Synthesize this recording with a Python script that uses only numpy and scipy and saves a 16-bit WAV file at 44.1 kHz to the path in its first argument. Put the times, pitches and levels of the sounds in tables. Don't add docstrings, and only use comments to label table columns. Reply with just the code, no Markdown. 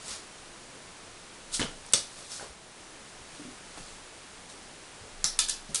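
import sys
import numpy as np
from scipy import signal
from scipy.fft import rfft, irfft, next_fast_len
from scipy.io import wavfile
from scipy.ndimage import uniform_filter1d

SR = 44100
rng = np.random.default_rng(int(sys.argv[2]) if len(sys.argv) > 2 else 0)


def voltage_ratio(decibels):
    exponent = np.asarray(decibels, float) / 20
    return 10 ** exponent


def transcribe(signal):
    frames = np.atleast_2d(signal).T
    limited = np.clip(frames, -1, 1)
    pcm = np.round(limited * 32767).astype(np.int16)
    wavfile.write(sys.argv[1], SR, pcm)


N = 255780


def claws(tails, crack_db=-3, crack_ms=1.0):
    # pitch_hz [Hz], level_db [dB per Hz]
    spot_colours = [
        [(410, -17), (1440, -4), (2000, -6), (2600, -14), (3200, -5), (4200, -8.5), (10200, -12), (13000, -42)],
        [(800, -16.5), (1500, -15.5), (3500, -6.5), (5900, 0.5), (7200, -5), (8400, 1.5), (11000, -10.5),
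         (13000, -21)],
        [(410, -47), (900, -11), (2610, -22), (3600, -12.5), (5300, -1.2), (8100, -11), (10600, -7.5),
         (13000, -26)],
        [(500, -43), (1000, -22), (1760, -19), (2800, -7), (4350, 1), (7520, -2), (10600, -2), (13000, -20)],
        [(410, -62), (1000, -14), (1740, -12), (2240, -22), (2640, -5), (4200, 2), (10600, -0.6), (13000, -14)],
        [(410, -50), (700, -33), (1250, -9), (1900, -15.5), (3570, -3), (7180, -1.5), (11300, 1), (13000, -25)],
    ]
    t = np.arange(-40, 300) / SR
    after = np.maximum(t, 0)
    rise = np.exp(-(np.minimum(t, 0) / 0.00016) ** 2)
    crack_shape = rise * np.exp(-after / (crack_ms / 1000))
    out = np.zeros(N)
    for spot, (colour, tail) in enumerate(zip(spot_colours, tails)):
        rows = contacts(spot)
        back = coloured(tail, colour) * (1 - np.exp(-np.arange(len(tail)) / 40))
        back = back / np.linalg.norm(back)
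        grits = rng.standard_normal((len(rows), len(t)))
        for (s, db, hz, ring_ms, room_db), grit in zip(rows, grits):
            envelope = rise * np.exp(-after / (ring_ms / 1000))
            tick = envelope * np.cos(2 * np.pi * hz * (t - 120 * t ** 2))
            tick = tick - envelope * tick.sum() / envelope.sum()
            crack = evened(coloured(grit, colour)) * crack_shape
            add(out, s + t[0], voltage_ratio(db) * (1.18 * tick + voltage_ratio(crack_db) * crack / 2))
            add(out, s, voltage_ratio(db + room_db) * np.linalg.norm(tick) * back)
    return out


def contacts(spot):
    # start_s [s], level_db [peak dB], pitch_hz [Hz],
    # slap_lag_ms [ms], slap_db [dB re tip]
    landings = [
        [(1.5956, -19.5, 8160, 1.7, -20)],
        [(1.9349, -2.5, 8900, 1.5, -13), (1.9373, 2, 8550, 2.3, -17)],
        [(5.2426, -13.5, 9010, 0.54, 4), (5.2446, -20.5, 6050, 1.9, -13)],
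        [(5.3901, -4, 9540, 2, -6.5), (5.3933, -14.5, 7800, 1.2, -6)],
        [(5.4866, -22, 9200, 1.84, 2.5), (5.4948, -17.5, 9050, 1.21, -4), (5.4975, -12.5, 9000, 2.0, -5)],
        [(5.7457, -12, 8900, 2.4, -2.5), (5.7494, -12, 9000, 2.4, -9), (5.7572, -11, 8300, 2.2, -4)],
    ]
    # tip_ring_ms [ms], slap_ring_ms [ms], room_db [dB]
    landing_rings = [
        (0.2, .3, 12.5),
        (0.21, 0.21, -2),
        (0.24, .95, 3),
        (0.36, 0.22, 1.5),
        (0.31, 0.29, 1.5),
        (0.22, .32, 0.5),
    ]
    # start_s [s], level_db [peak dB], pitch_hz [Hz]
    stray_ticks = [
        [(1.6155, -19, 4020)],
        [(.082, -27, 8000), (.162, -35, 7000), (1.528, -31, 8000), (1.5385, -29, 8500), (1.715, -39, 9200),
         (1.8642, -32, 9200), (1.9252, -25, 9000)],
        [(1.8898, -39, 6200), (2.3188, -25, 6000), (2.3535, -38, 6100), (2.3633, -31, 7000)],
        [(5.693, -39, 5500)],
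        [(4.5, -38, 7000), (4.5257, -42, 6700), (5.4854, -22, 8600)],
        [],
    ]
    tick_room_db = [3.5, -1, 4, 11, 3, 0.1]
    slap_pitch = 0.78
    tick_ring_ms = 0.3

    tip_ms, slap_ms, room_db = landing_rings[spot]
    tips, slaps = [], []
    for s, db, hz, lag_ms, slap_db in landings[spot]:
        tips.append((s, db, hz, tip_ms, room_db))
        slaps.append((s + lag_ms / 1000, db + slap_db, slap_pitch * hz, slap_ms, room_db))
    ticks = [(s, db, hz, tick_ring_ms, tick_room_db[spot]) for s, db, hz in stray_ticks[spot]]
    return tips + slaps + ticks


def skids(tail, slips_per_s=12000, spread_db=2.3):
    # peak_s [s], level_db [dB], rise_s [s], fall_s [s], brightness [0-1]
    strokes = [(.115, -35.5, 0.16, 0.13, 0.72), (1.545, -26.5, .022, 0.055, 0.98),
               (1.53, -40.5, 0.036, .03, .85), (2.19, -46, 0.071, 0.085, 0.5), (2.25, -48, 0.77, .3, 0.81),
               (2.317, -38, .05, 0.19, .82), (2.42, -44, .06, 0.21, 0.5), (3.354, -49, .12, .5, 0.58),
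               (3.775, -44.5, .05, .06, 0.35), (3.87, -51, 0.47, 0.28, 0.9), (4.502, -47.5, 0.03, .045, 1)]
    # pitch_hz [Hz], level_db [dB per Hz]
    bright_colour = [(290, -51), (500, -34), (1360, -7.5), (1670, -26), (1810, -17.5), (3920, 1), (7960, 0),
                     (10100, -0.5), (11500, -12), (15000, -51), (22000, -120)]
    # pitch_hz [Hz], level_db [dB per Hz]
    dull_colour = [(120, -2), (300, -1.5), (800, -3), (1800, -4), (3000, -11), (6000, -36), (11500, -19.5)]
    slips = voltage_ratio(spread_db * rng.exponential(1, N)) * rng.choice([-1, 1], N)
    slips = slips * (rng.random(N) < slips_per_s / SR)
    bright = evened(coloured(slips, bright_colour))
    dull = evened(coloured(slips, dull_colour))
    bright_power, dull_power = np.zeros(N), np.zeros(N)
    for peak_s, db, rise_s, fall_s, shine in strokes:
        power = swell(peak_s, db, rise_s, fall_s, bend=1.27) ** 2
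        bright_power += power * shine ** 2
        dull_power += power * (1 - shine) ** 2
    out = np.sqrt(bright_power) * bright + np.sqrt(dull_power) * dull
    return voltage_ratio(-1.5) * out + voltage_ratio(-5.0) * signal.fftconvolve(out, tail)[:N]


def knocks(tails):
    rows = blows()
    out = np.zeros(N)
    spread = rng.uniform(-0.85, 1, (len(rows), 3))
    for k, (s, db, hz, t60, room_db) in enumerate(rows):
        blow = ring(hz, t60, 0.06 / hz, size=16000)
        blow += sum(0.17 * ring(hz * 1.41 ** u, 1.06 * t60, 0.34 / hz, size=16000) for u in spread[k])
        add(out, s, voltage_ratio(db) * blow)
        add(out, s, voltage_ratio(db + room_db) * signal.fftconvolve(blow, tails[k % len(tails)]))
    return out


def blows():
    # start_s [s], level_db [peak dB], pitch_hz [Hz]
    near = [(1.595, -29.5, 250), (1.5952, -26.5, 2100), (1.605, -38, 113), (1.616, -29.5, 490),
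            (1.628, -23.5, 3050), (1.617, -22, 3000), (1.608, -32, 267), (1.656, -41, 434),
            (1.666, -40, 1450), (1.63, -36, 930), (1.645, -37, 171), (1.9345, -30.5, 547),
            (1.936, -27, 1310), (1.939, -15, 3600), (1.942, -41, 160), (1.94, -38.5, 333),
            (1.94, -36, 1000), (2.19, -51, 590), (2.397, -33.5, 1490), (2.41, -39, 800), (2.427, -39, 463),
            (2.444, -41, 1090), (2.497, -50, 60), (3.212, -53, 70.4)]
    # start_s [s], level_db [peak dB], pitch_hz [Hz]
    far = [(3.77, -47, 1420), (3.775, -43, 550), (3.794, -50, 109), (5.012, -47, 90), (5.039, -45, 496),
           (5.243, -32, 1600), (5.245, -42.5, 193), (5.692, -42.5, 180), (5.698, -45, 500),
           (5.706, -41, 192), (3.8, -47, 190), (5.747, -40, 1570)]
    # start_s [s], level_db [peak dB], pitch_hz [Hz]
    loose = [
        (5.39, -34, 1306),
        (5.391, -25, 3600),
        (5.392, -37.5, 1726),
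        (5.487, -39, 1707),
        (5.393, -32, 4450),
        (5.394, -40, 2360),
    ]
    # start_s [s], level_db [peak dB], pitch_hz [Hz]
    toy = [
        (3.396, -41.5, 287.6),
        (3.416, -43, 294),
        (3.451, -40, 249.7),
        (3.477, -46, 289),
    ]
    # t60_s [s at 500 Hz], loss_slope [power of pitch], room_db [dB]
    kinds = [
        (0.031, 0.57, 0.2),
        (0.015, 1, 3),
        (0.04, .02, 6),
        (0.22, .05, -11),
    ]
    # pitch_hz [Hz], room_db [dB]
    room_colour = [(110, -7), (170, -5.5), (260, -1.5), (500, 0.8), (1400, -3.5), (3400, -5.5)]
    rows = []
    for table, (t60, slope, room_db) in zip((near, far, loose, toy), kinds):
        for s, db, hz in table:
            rows.append((s, db, hz, t60 * (500 / hz) ** slope, room_db + read(room_colour, hz)))
    return rows


def sway(sway_hz=23.2):
    # peak_s [s], level_db [dB], rise_s [s], fall_s [s]
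    loads = [
        (1.64, -48.5, 0.27, .33),
        (3.82, -52, 0.054, .08),
        (3.9, -59, .1, .3),
        (5.216, -46.5, .16, 0.18),
        (5.37, -47.5, .13, 0.27),
        (5.56, -53, .15, .25),
    ]
    envelope = np.sqrt(sum(swell(*row, bend=2.1) ** 2 for row in loads))
    wobble = uniform_filter1d(uniform_filter1d(rng.standard_normal(N), 4000), 4000)
    hz = sway_hz * (1 + 0.029 * evened(wobble))
    return np.sqrt(2) * envelope * np.sin(2 * np.pi * np.cumsum(hz) / SR)


def room_tails(count, build_s=0.0029):
    # pitch_hz [Hz], t60_s [s]
    decay = [(100, 0.32), (500, 0.27), (2000, 0.3), (5000, 0.3), (8000, 0.23), (11000, 0.3)]
    size = SR // 2
    taps = rng.standard_normal((count, size)) * (rng.random((count, size)) < 0.45)
    hz, t, bands = signal.stft(taps, SR, nperseg=128)
    t60 = np.maximum(read(decay, hz), 0.02)[:, None]
    tails = signal.istft(bands * voltage_ratio(-60 * t / t60), SR, nperseg=128)[1]
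    tails *= 1 - np.exp(-(np.arange(tails.shape[1]) / SR / build_s) ** 2)
    return tails / np.linalg.norm(tails, axis=1, keepdims=True)


def hiss(level_db=-47):
    # pitch_hz [Hz], level_db [dB per Hz]
    noise_colour = [(7.1, -30), (12, 2), (27, 1.5), (43, -6), (360, -3.5), (392, -4), (653, -5),
                    (796, -5.5), (1030, -6), (1180, -6.5), (4880, -11.5), (10500, -13.5), (13600, -73),
                    (22000, -120)]
    rest_db, duck_db = -1.41, -3.5
    duck_s, duck_in_s, duck_out_s = 2.47, 0.45, 0.41
    corners_s = [duck_s - duck_in_s, duck_s, duck_s + duck_out_s]
    duck = np.interp(np.arange(N) / SR, corners_s, [0, 1, 0])
    noise = evened(coloured(rng.standard_normal(N), noise_colour))
    return voltage_ratio(level_db + rest_db + duck_db * duck) * noise


def swell(peak_s, db, rise_s, fall_s, bend, depth_db=-25):
    t = np.arange(N) / SR - peak_s
    away = np.where(t < 0, -t / rise_s, t / fall_s)
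    return voltage_ratio(db + depth_db * np.minimum(away, 3) ** bend)


def ring(hz, t60, rise_s, size):
    t = np.arange(size) / SR
    x = (1 - np.exp(-t / rise_s)) * voltage_ratio(-60 * t / t60) * np.sin(2 * np.pi * hz * t)
    return x / abs(x).max()


def evened(x):
    return x / np.sqrt(np.mean(x ** 2) + 1e-20)


def read(points, hz):
    f, value = np.transpose(points)
    return np.interp(np.log(hz + 1), np.log(f + 1), value)


def coloured(x, points):
    size = next_fast_len(len(x))
    gain = voltage_ratio(read(points, np.fft.rfftfreq(size, 1 / SR)))
    return irfft(rfft(x, size) * gain, size)[:len(x)]


def add(mix, s, sound):
    part = mix[max(round(s * SR), 0):][:len(sound)]
    part += sound[:len(part)]


def scene():
    # pitch_hz [Hz], level_db [dB]
    mic = [(9500, 0), (10700, -2.5), (11200, -8), (11500, -17), (11850, -45), (12600, -80)]
    tails = room_tails(count=12)
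    floor = claws(tails) + knocks(tails) + skids(tails[-1]) + sway()
    return coloured(floor + hiss(), mic)[None]


def low_pass(x):
    return signal.sosfilt(signal.butter(12, 11680, fs=SR, output="sos"), x)


def record(dry):
    # pitch_hz [Hz], level_db [dB]
    band_limit = [(11500, 0), (11850, -28), (12600, -63)]
    rounded = 0.95 * np.tanh(dry[0] / 0.95)
    return low_pass(coloured(rounded, band_limit)[None])


dry = scene()
out = record(dry)
transcribe(out)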